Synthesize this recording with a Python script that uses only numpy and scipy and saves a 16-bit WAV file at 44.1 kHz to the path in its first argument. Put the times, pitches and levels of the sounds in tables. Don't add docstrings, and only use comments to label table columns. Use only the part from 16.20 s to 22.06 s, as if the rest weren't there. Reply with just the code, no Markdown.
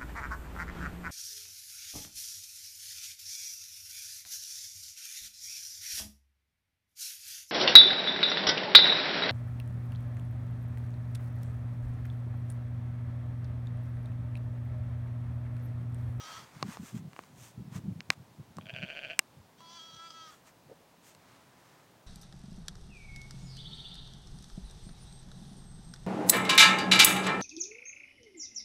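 import sys
import numpy as np
from scipy import signal
from scipy.fft import rfft, irfft, next_fast_len
from scipy.io import wavfile
from scipy.ndimage import uniform_filter1d

SR = 44100
rng = np.random.default_rng(int(sys.argv[2]) if len(sys.argv) > 2 else 0)


def waveform_to_disk(signal):
    frames = np.transpose(np.atleast_2d(signal))
    scaled = np.clip(frames, -1, 1) * 32767
    samples = np.round(scaled).astype(np.int16)
    wavfile.write(sys.argv[1], SR, samples)


N = 258646
TIME_S = np.arange(N) / SR

# time in seconds, pitch in Hz, level of the lowest resonance in dB.
LAMB_FIRST_CALL = [(0, 320.7, -52.5), (.06, 316.7, -52.5), (.1, 323.5, -47), (.14, 316.8, -57),
                   (0.179, 320, -48.5), (.25, 286, -80)]
LAMB_SECOND_CALL = [(3.38, 318.8, -70), (3.398, 332.5, -71), (3.41, 328.4, -57.5), (3.558, 337.6, -58.5),
                    (3.568, 343.2, -56), (3.596, 327.7, -58.5), (3.762, 327, -61), (3.798, 331, -51.5),
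                    (3.866, 333.6, -48), (3.918, 326.6, -64.5), (3.95, 328.6, -52), (4.05, 322.2, -50.5),
                    (4.092, 312.7, -56), (4.15, 268, -63)]
# time of half-open mouth in seconds, open-mouth resonance in Hz,
# base level of the upper resonances in dB, their swell time in seconds, base hoarseness from 0 to 1.
LAMB_VOICINGS = [(-.3, 1244, -53.5, 0.0027, .45), (3.585, 1297, -56.5, 0.12, .2)]
# centre in Hz, width in Hz, relative gain in dB.
LAMB_UPPER_FORMANTS = [(3280, 102, -2), (3940, 140, -16), (4640, 260, -10.5), (5270, 150, -19),
                       (5830, 390, -12), (6350, 120, -16.5), (7300, 700, -26)]
EWE_FORMANTS = [(642, 38, -19), (1550, 110, -14), (1900, 300, -14), (2400, 220, -4), (3080, 150, -12),
                (4350, 350, -23), (4800, 220, -28), (5700, 700, -26), (7400, 1600, -27)]
# frequency in Hz, relative level in dB.
AIR_SPECTRUM = [(15, -48), (25, -20.5), (161, 1), (439, -4.5), (607, -3.5), (754, -4.5), (887, -4),
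                (962, -4), (1160, -8.5), (2110, -14), (3160, -16.5), (3720, -16.5), (10400, -24),
                (14800, -25.5), (16000, -22)]
RASP_SPECTRUM = [(100, -18), (450, -2.5), (1100, 5), (2100, -0.5), (3000, -7), (5000, -8.5), (9000, -16.5),
                 (16000, -31)]
HISS_SPECTRUM = [(300, -8.5), (2000, -0.5), (3300, 0), (4400, -6.5), (6500, 2.5), (9000, -2),
                 (11000, -10.5), (14000, -6), (16000, -16)]
SCUFF_SPECTRUM = [(100, -30), (330, -6), (520, 1), (750, -12.5), (1200, -27), (4000, -49)]
RUMBLE_SPECTRUM = [(25, -42), (50, -26.5), (80, -9.5), (120, 1.5), (160, -4), (210, -7), (300, -14),
                   (450, -24), (900, -71)]
# centre in seconds, half
# length in seconds, rasp in dB, hiss in dB.
SWISHES_AND_RATTLE = [(0.122, 0.14, -51.5, -59), (0.387, 0.062, -58, -69), (0.52, 0.056, -51.5, -56),
                      (0.671, 0.05, -58.5, -55.5), (0.769, 0.028, -60, -59), (1.004, 0.097, -67, -68),
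                      (1.239, 0.064, -65.5, -56), (1.559, 0.032, -53, -55.5), (1.926, 0.013, -53.5, -59),
                      (4.123, 0.06, -64, -64), (4.28, 0.024, -62, -62), (4.879, .045, -68, -59.5),
                      (5.122, 0.15, -63.5, -76), (5.5, .21, -65, -74)]
# centre in seconds, half length in seconds, level in dB.
CLOTH_SCUFFS = [(4.502, 0.016, -54.5), (4.523, 0.0099, -48.5), (4.626, 0.019, -59.5)]
# first eddy in seconds, length in seconds, nominal peak in dB.
WIND_GUSTS = [(.15, .08, -53), (.366, 0, -42), (.434, 0.056, -33.5), (0.601, .035, -34), (.744, .023, -31),
              (.8, .08, -38.5), (1.16, 0.12, -54), (1.383, 0.04, -35.5), (1.456, 0.023, -40),
              (1.524, 0, -41.5), (1.563, .025, -31), (1.656, .068, -28), (1.766, .03, -36),
              (1.9, 0.0066, -38.5), (1.978, 0.046, -47), (2.202, 0, -34), (2.306, 0, -47.5),
              (2.374, 0.015, -35), (2.44, .027, -45.5), (2.537, 0, -40.5), (2.58, 0.027, -42.5),
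              (2.638, 0.0045, -33), (3.175, .035, -47), (3.74, 0.032, -54), (4.47, 0.0074, -53)]
# start in seconds, ring time factor, frequency in Hz of the mode
# with a node at the contact, then level in dB in the low, middle, high and top band.
CASE_CLICKS = [(0.427, 1.47, 1660, -32, -43.5, -39, -55), (0.571, 0.54, 1660, -46, -62, -59, -75),
               (0.9324, 0.93, 5240, -59, -60, -67, -71), (0.9637, 1, 570, -51, -56.5, -68, -75),
               (0.9911, 0.77, 2670, -42, -51.5, -66, -65), (1.037, 1.2, 570, -60, -65, -68, -79),
               (1.8057, 0.94, 1090, -55.5, -45.5, -50, -77), (1.9031, 1.1, 2750, -33, -24, -28.5, -41.5),
               (2.369, 0.35, 4400, -63, -68, -59.5, -63), (2.3848, 1.4, 2300, -42, -63, -65, -65),
               (2.9918, 1.34, 4340, -36, -23.5, -28.5, -25.5), (3.4053, 1.7, 2300, -58.5, -66, -68, -70),
               (4.949, 2.2, 2300, -67, -67, -63, -65)]
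# lower edge in Hz, upper edge in Hz.
CLICK_BANDS = [(200, 1500), (1400, 3300), (3300, 6500), (6500, 16000)]
# frequency in Hz, relative level in dB, base T60 in seconds.
CASE_MODES = [(300, -1.5, 0.007), (576, 0.5, 0.0069), (792, -6.5, 0.022), (1090, 8, 0.0099),
              (1675, -5, 0.0095), (2040, -2.5, 0.009), (2320, 7, 0.0063), (2750, 3, 0.0087),
              (4380, 8, 0.0019), (5250, -6.5, 0.0059), (6210, -0.5, 0.0025), (7940, 5.5, 0.0024),
              (8520, -8, 0.0061), (10900, -21.5, 0.0033), (14000, -7, 0.00365)]


def undb(db):
    return 10 ** (np.asarray(db) / 20)


def unit_rms(x):
    return x / np.sqrt(np.mean(x ** 2) + 1e-20)


def ramp(start_s, length_s):
    return np.clip((TIME_S - start_s) / length_s, 0, 1)


def bump(centre_s, half_s):
    return np.exp(-np.minimum(((TIME_S - centre_s) / half_s) ** 2, 50))


def wander(rate_hz):
    points = rng.standard_normal(8192)
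    return np.interp(TIME_S * rate_hz, np.arange(len(points)), points)


def noise(spectrum):
    hz, db = np.transpose(spectrum)
    n = next_fast_len(N)
    bins_hz = np.maximum(np.fft.rfftfreq(n, 1 / SR), 1)
    gain = undb(np.interp(np.log(bins_hz), np.log(hz), db))
    return unit_rms(irfft(rfft(rng.standard_normal(n)) * gain, n)[:N])


def resonate(x, hz, width_hz):
    return signal.lfilter(*signal.iirpeak(hz, hz / width_hz, fs=SR), x)


def resonance_gain(at_hz, hz, width_hz):
    return 1 / np.sqrt(1 + ((at_hz / hz - hz / at_hz) * hz / width_hz) ** 2)


def lamb_harmonics(phase, pitch_hz, first_hz, first_db, upper_db, first_width_hz=110, top_hz=7300):
    orders = np.arange(1, 27)[:, None]
    hz = orders * pitch_hz
    first = resonance_gain(hz, first_hz, first_width_hz) ** 2
    upper = sum((undb(db) * resonance_gain(hz, centre_hz, width_hz)) ** 2
                for centre_hz, width_hz, db in LAMB_UPPER_FORMANTS)
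    power = first / first.sum(axis=0) * undb(first_db) ** 2
    power += upper / upper.sum(axis=0) * undb(upper_db) ** 2
    power /= 1 + (hz / top_hz) ** 8
    flutter_db = np.minimum(.3 * orders, 4) * np.array([wander(30) for _ in orders])
    return np.sum(np.sqrt(2 * power) * undb(flutter_db) * np.sin(orders * phase), axis=0)


def lamb(call, voicing, closed_hz=1030, opening_s=.099, release_s=.13, jitter=.022, waver=.007):
    times_s, pitches_hz, levels_db = np.transpose(call)
    opens_s, open_hz, bright_db, swell_s, base_hoarse = voicing
    gate = uniform_filter1d(((TIME_S >= times_s[0]) & (TIME_S <= times_s[-1])) * 1., size=300)
    mouth = .5 + .5 * np.tanh((TIME_S - opens_s) / opening_s)
    dying = ramp(times_s[-1] - release_s, release_s)
    first_hz = closed_hz + (open_hz - closed_hz) * mouth
    first_db = np.interp(TIME_S, times_s, levels_db)
    quaver_db = first_db - uniform_filter1d(first_db, size=8000)
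    upper_db = bright_db - 9.5 * (1 - ramp(times_s[0], swell_s)) - 14 * dying ** 2
    upper_db += 2.5 * bump(opens_s, .07) + .16 * quaver_db
    hoarse = np.minimum(base_hoarse + .35 * (1 - mouth) + dying + .16 * np.maximum(-quaver_db, 0), 1)
    pitch_hz = np.interp(TIME_S, times_s, pitches_hz)
    pitch_hz *= 1 + jitter * hoarse * wander(260) + waver * wander(35)
    phase = 2 * np.pi * np.cumsum(pitch_hz) / SR
    voice = lamb_harmonics(phase, pitch_hz, first_hz, first_db, upper_db)
    shimmer = undb(3 * hoarse * wander(150))
    puffs = rng.standard_normal(N) * (1 + np.cos(phase))
    rasp = unit_rms(sum(undb(db) * resonate(puffs, hz, width_hz)
                        for hz, width_hz, db in LAMB_UPPER_FORMANTS))
    return (shimmer * voice + hoarse * undb(upper_db - 9) * rasp) * gate


def field_scatter(direct, tail_db, t60_s):
    t = TIME_S[:SR // 2]
    tail = rng.standard_normal(len(t)) * undb(-60 * t / t60_s) * (t > .003)
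    return direct + undb(tail_db) * signal.fftconvolve(direct, tail / np.linalg.norm(tail))[:N]


def air(low_gain_db=-62, high_gain_db=-61.5, sway_db=.04, split_hz=2200):
    hush = noise(AIR_SPECTRUM)
    low = signal.sosfiltfilt(signal.butter(2, split_hz, fs=SR, output="sos"), hush)
    return low * undb(low_gain_db + sway_db * wander(13)) + (hush - low) * undb(high_gain_db)


def cloth_rubbing(grain_db=2):
    rasp = sum(undb(db) * bump(at_s, half_s) for at_s, half_s, db, _ in SWISHES_AND_RATTLE)
    hiss = sum(undb(db) * bump(at_s, half_s) for at_s, half_s, _, db in SWISHES_AND_RATTLE)
    scuff = sum(undb(db) * bump(at_s, half_s) for at_s, half_s, db in CLOTH_SCUFFS)
    strokes = rasp * noise(RASP_SPECTRUM) + hiss * noise(HISS_SPECTRUM)
    return strokes * undb(grain_db * wander(600)) + scuff * noise(SCUFF_SPECTRUM)


def wind_buffets(eddy_gap_s=.031, eddy_half_s=.0059, breeze_db=-65.5, calm_db=-72.5, drop_s=2.64):
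    eddies, swell = np.zeros(N), np.zeros(N)
    for start_s, length_s, db in WIND_GUSTS:
        gaps = round(length_s / eddy_gap_s)
        eddy_hz = 168.6 + 2 * (db + 37)
        draws = rng.standard_normal((12, 4))
        for place, (late, size, detune, turn) in zip(np.linspace(0, 1, gaps + 1), draws):
            at_s = start_s + place * length_s + .002 * late
            edge_db = 1.5 * abs(2 * place - 1) * (gaps > 0)
            envelope = undb(db - edge_db + 1.5 * size) * bump(at_s, eddy_half_s)
            cycles = eddy_hz * (1 + .12 * detune) * (TIME_S - at_s) + turn
            eddies += envelope * np.cos(2 * np.pi * cycles)
        swell += undb(db) * bump(start_s + length_s / 2, length_s / 2 + .014)
    floor_db = breeze_db + (calm_db - breeze_db) * ramp(drop_s, .55)
    rumble_gain = undb(-12) * swell + undb(floor_db + 3 * wander(6))
    return eddies + noise(RUMBLE_SPECTRUM) * rumble_gain * undb(2 * wander(45))


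def case_clicks(contact_s=.0001, node_cut_db=14.5, node_width=.06):
    out, t = np.zeros(N + SR), TIME_S[:SR // 20]
    contact = 1 - np.exp(-t / contact_s)
    for band, (low_hz, high_hz) in enumerate(CLICK_BANDS):
        bandpass = signal.butter(3, [low_hz, high_hz], "bandpass", fs=SR, output="sos")
        for start_s, ring_factor, node_hz, *band_db in CASE_CLICKS:
            ring = 0
            for hz, db, t60_s in CASE_MODES:
                if low_hz < hz <= high_hz:
                    mode_db = db - node_cut_db * resonance_gain(hz, node_hz, node_width * node_hz)
                    ring += undb(mode_db - 60 * t / (t60_s * ring_factor)) * np.sin(2 * np.pi * hz * t)
            ring = signal.sosfilt(bandpass, ring * contact)
            onset_rms = np.sqrt(np.mean(ring[:SR // 100] ** 2))
            start = int(start_s * SR)
            out[start:start + len(t)] += undb(band_db[band]) * ring / onset_rms
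    return out[:N]


def ewe_gain_db(start_s, end_s, base_db=-33.5, attack_s=.24, release_s=.047):
    db = base_db - 4 * (1 - ramp(start_s, attack_s)) - 24 * ramp(end_s - release_s, release_s)
    for stall_s in (2.44, 2.518):
        db += 9.5 * bump(stall_s + .021, .007) - 21 * bump(stall_s, .014)
    return db


def ewe_snap(effort, detune, slack_hz=3250, tense_hz=2660, closing_s=.000095):
    t = TIME_S[:SR // 25]
    main_formant = (slack_hz + (tense_hz - slack_hz) * effort, 290, -3)
    ring = 0
    for k, (hz, width_hz, db) in enumerate(EWE_FORMANTS[:4] + [main_formant] + EWE_FORMANTS[4:]):
        sag_db = 8 * resonance_gain(hz, 2180, 630) * (1 - effort)
        sign = (-1) ** max(k, 1)
        envelope = undb(db + 8.5 * effort - sag_db) * np.exp(-np.pi * width_hz * t)
        ring += sign * envelope * np.sin(2 * np.pi * hz * (1 + detune) * t)
    return ring * (1 - np.exp(-t / closing_s))


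def larynx_throbs(first_s=2.494, rate_hz=14.5, count=7, attack_s=.014, release_s=.025):
    peaks_s = first_s + np.arange(count) / rate_hz
    return sum(bump(at_s, np.where(TIME_S < at_s, attack_s, release_s)) for at_s in peaks_s)


def ewe(start_s=2.4, end_s=2.975, start_hz=83.7, full_hz=125, rise_s=.32, throb_lift_hz=34):
    gain_db = ewe_gain_db(start_s, end_s)
    effort = larynx_throbs()
    snap_hz = start_hz + (full_hz - start_hz) * ramp(start_s, rise_s) + throb_lift_hz * effort
    cycles = np.cumsum(snap_hz * (TIME_S > start_s) * (TIME_S < end_s)) / SR
    snaps = np.flatnonzero(np.diff(np.floor(cycles)))
    draws = rng.standard_normal((200, 4)) * [22, 2.2, .018, .15]
    voice = np.zeros(N)
    for i, (delay_samples, size_db, detune, stray_effort) in zip(snaps, draws):
        snap = ewe_snap(np.clip(effort[i] + stray_effort, 0, 1), detune)
        start = i + int(delay_samples)
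        voice[start:start + len(snap)] += undb(gain_db[i] + size_db) * snap
    return voice


def scene():
    calls = lamb(LAMB_FIRST_CALL, LAMB_VOICINGS[0]) + lamb(LAMB_SECOND_CALL, LAMB_VOICINGS[1])
    sheep = field_scatter(calls, tail_db=-13, t60_s=.2) + field_scatter(ewe(), tail_db=-10, t60_s=.15)
    return (sheep + case_clicks() + wind_buffets() + cloth_rubbing() + air())[None]


def record(dry, cutoff_hz=15900):
    return signal.sosfilt(signal.ellip(10, .2, 70, cutoff_hz, fs=SR, output="sos"), dry)


dry = scene()
out = record(dry)
waveform_to_disk(out)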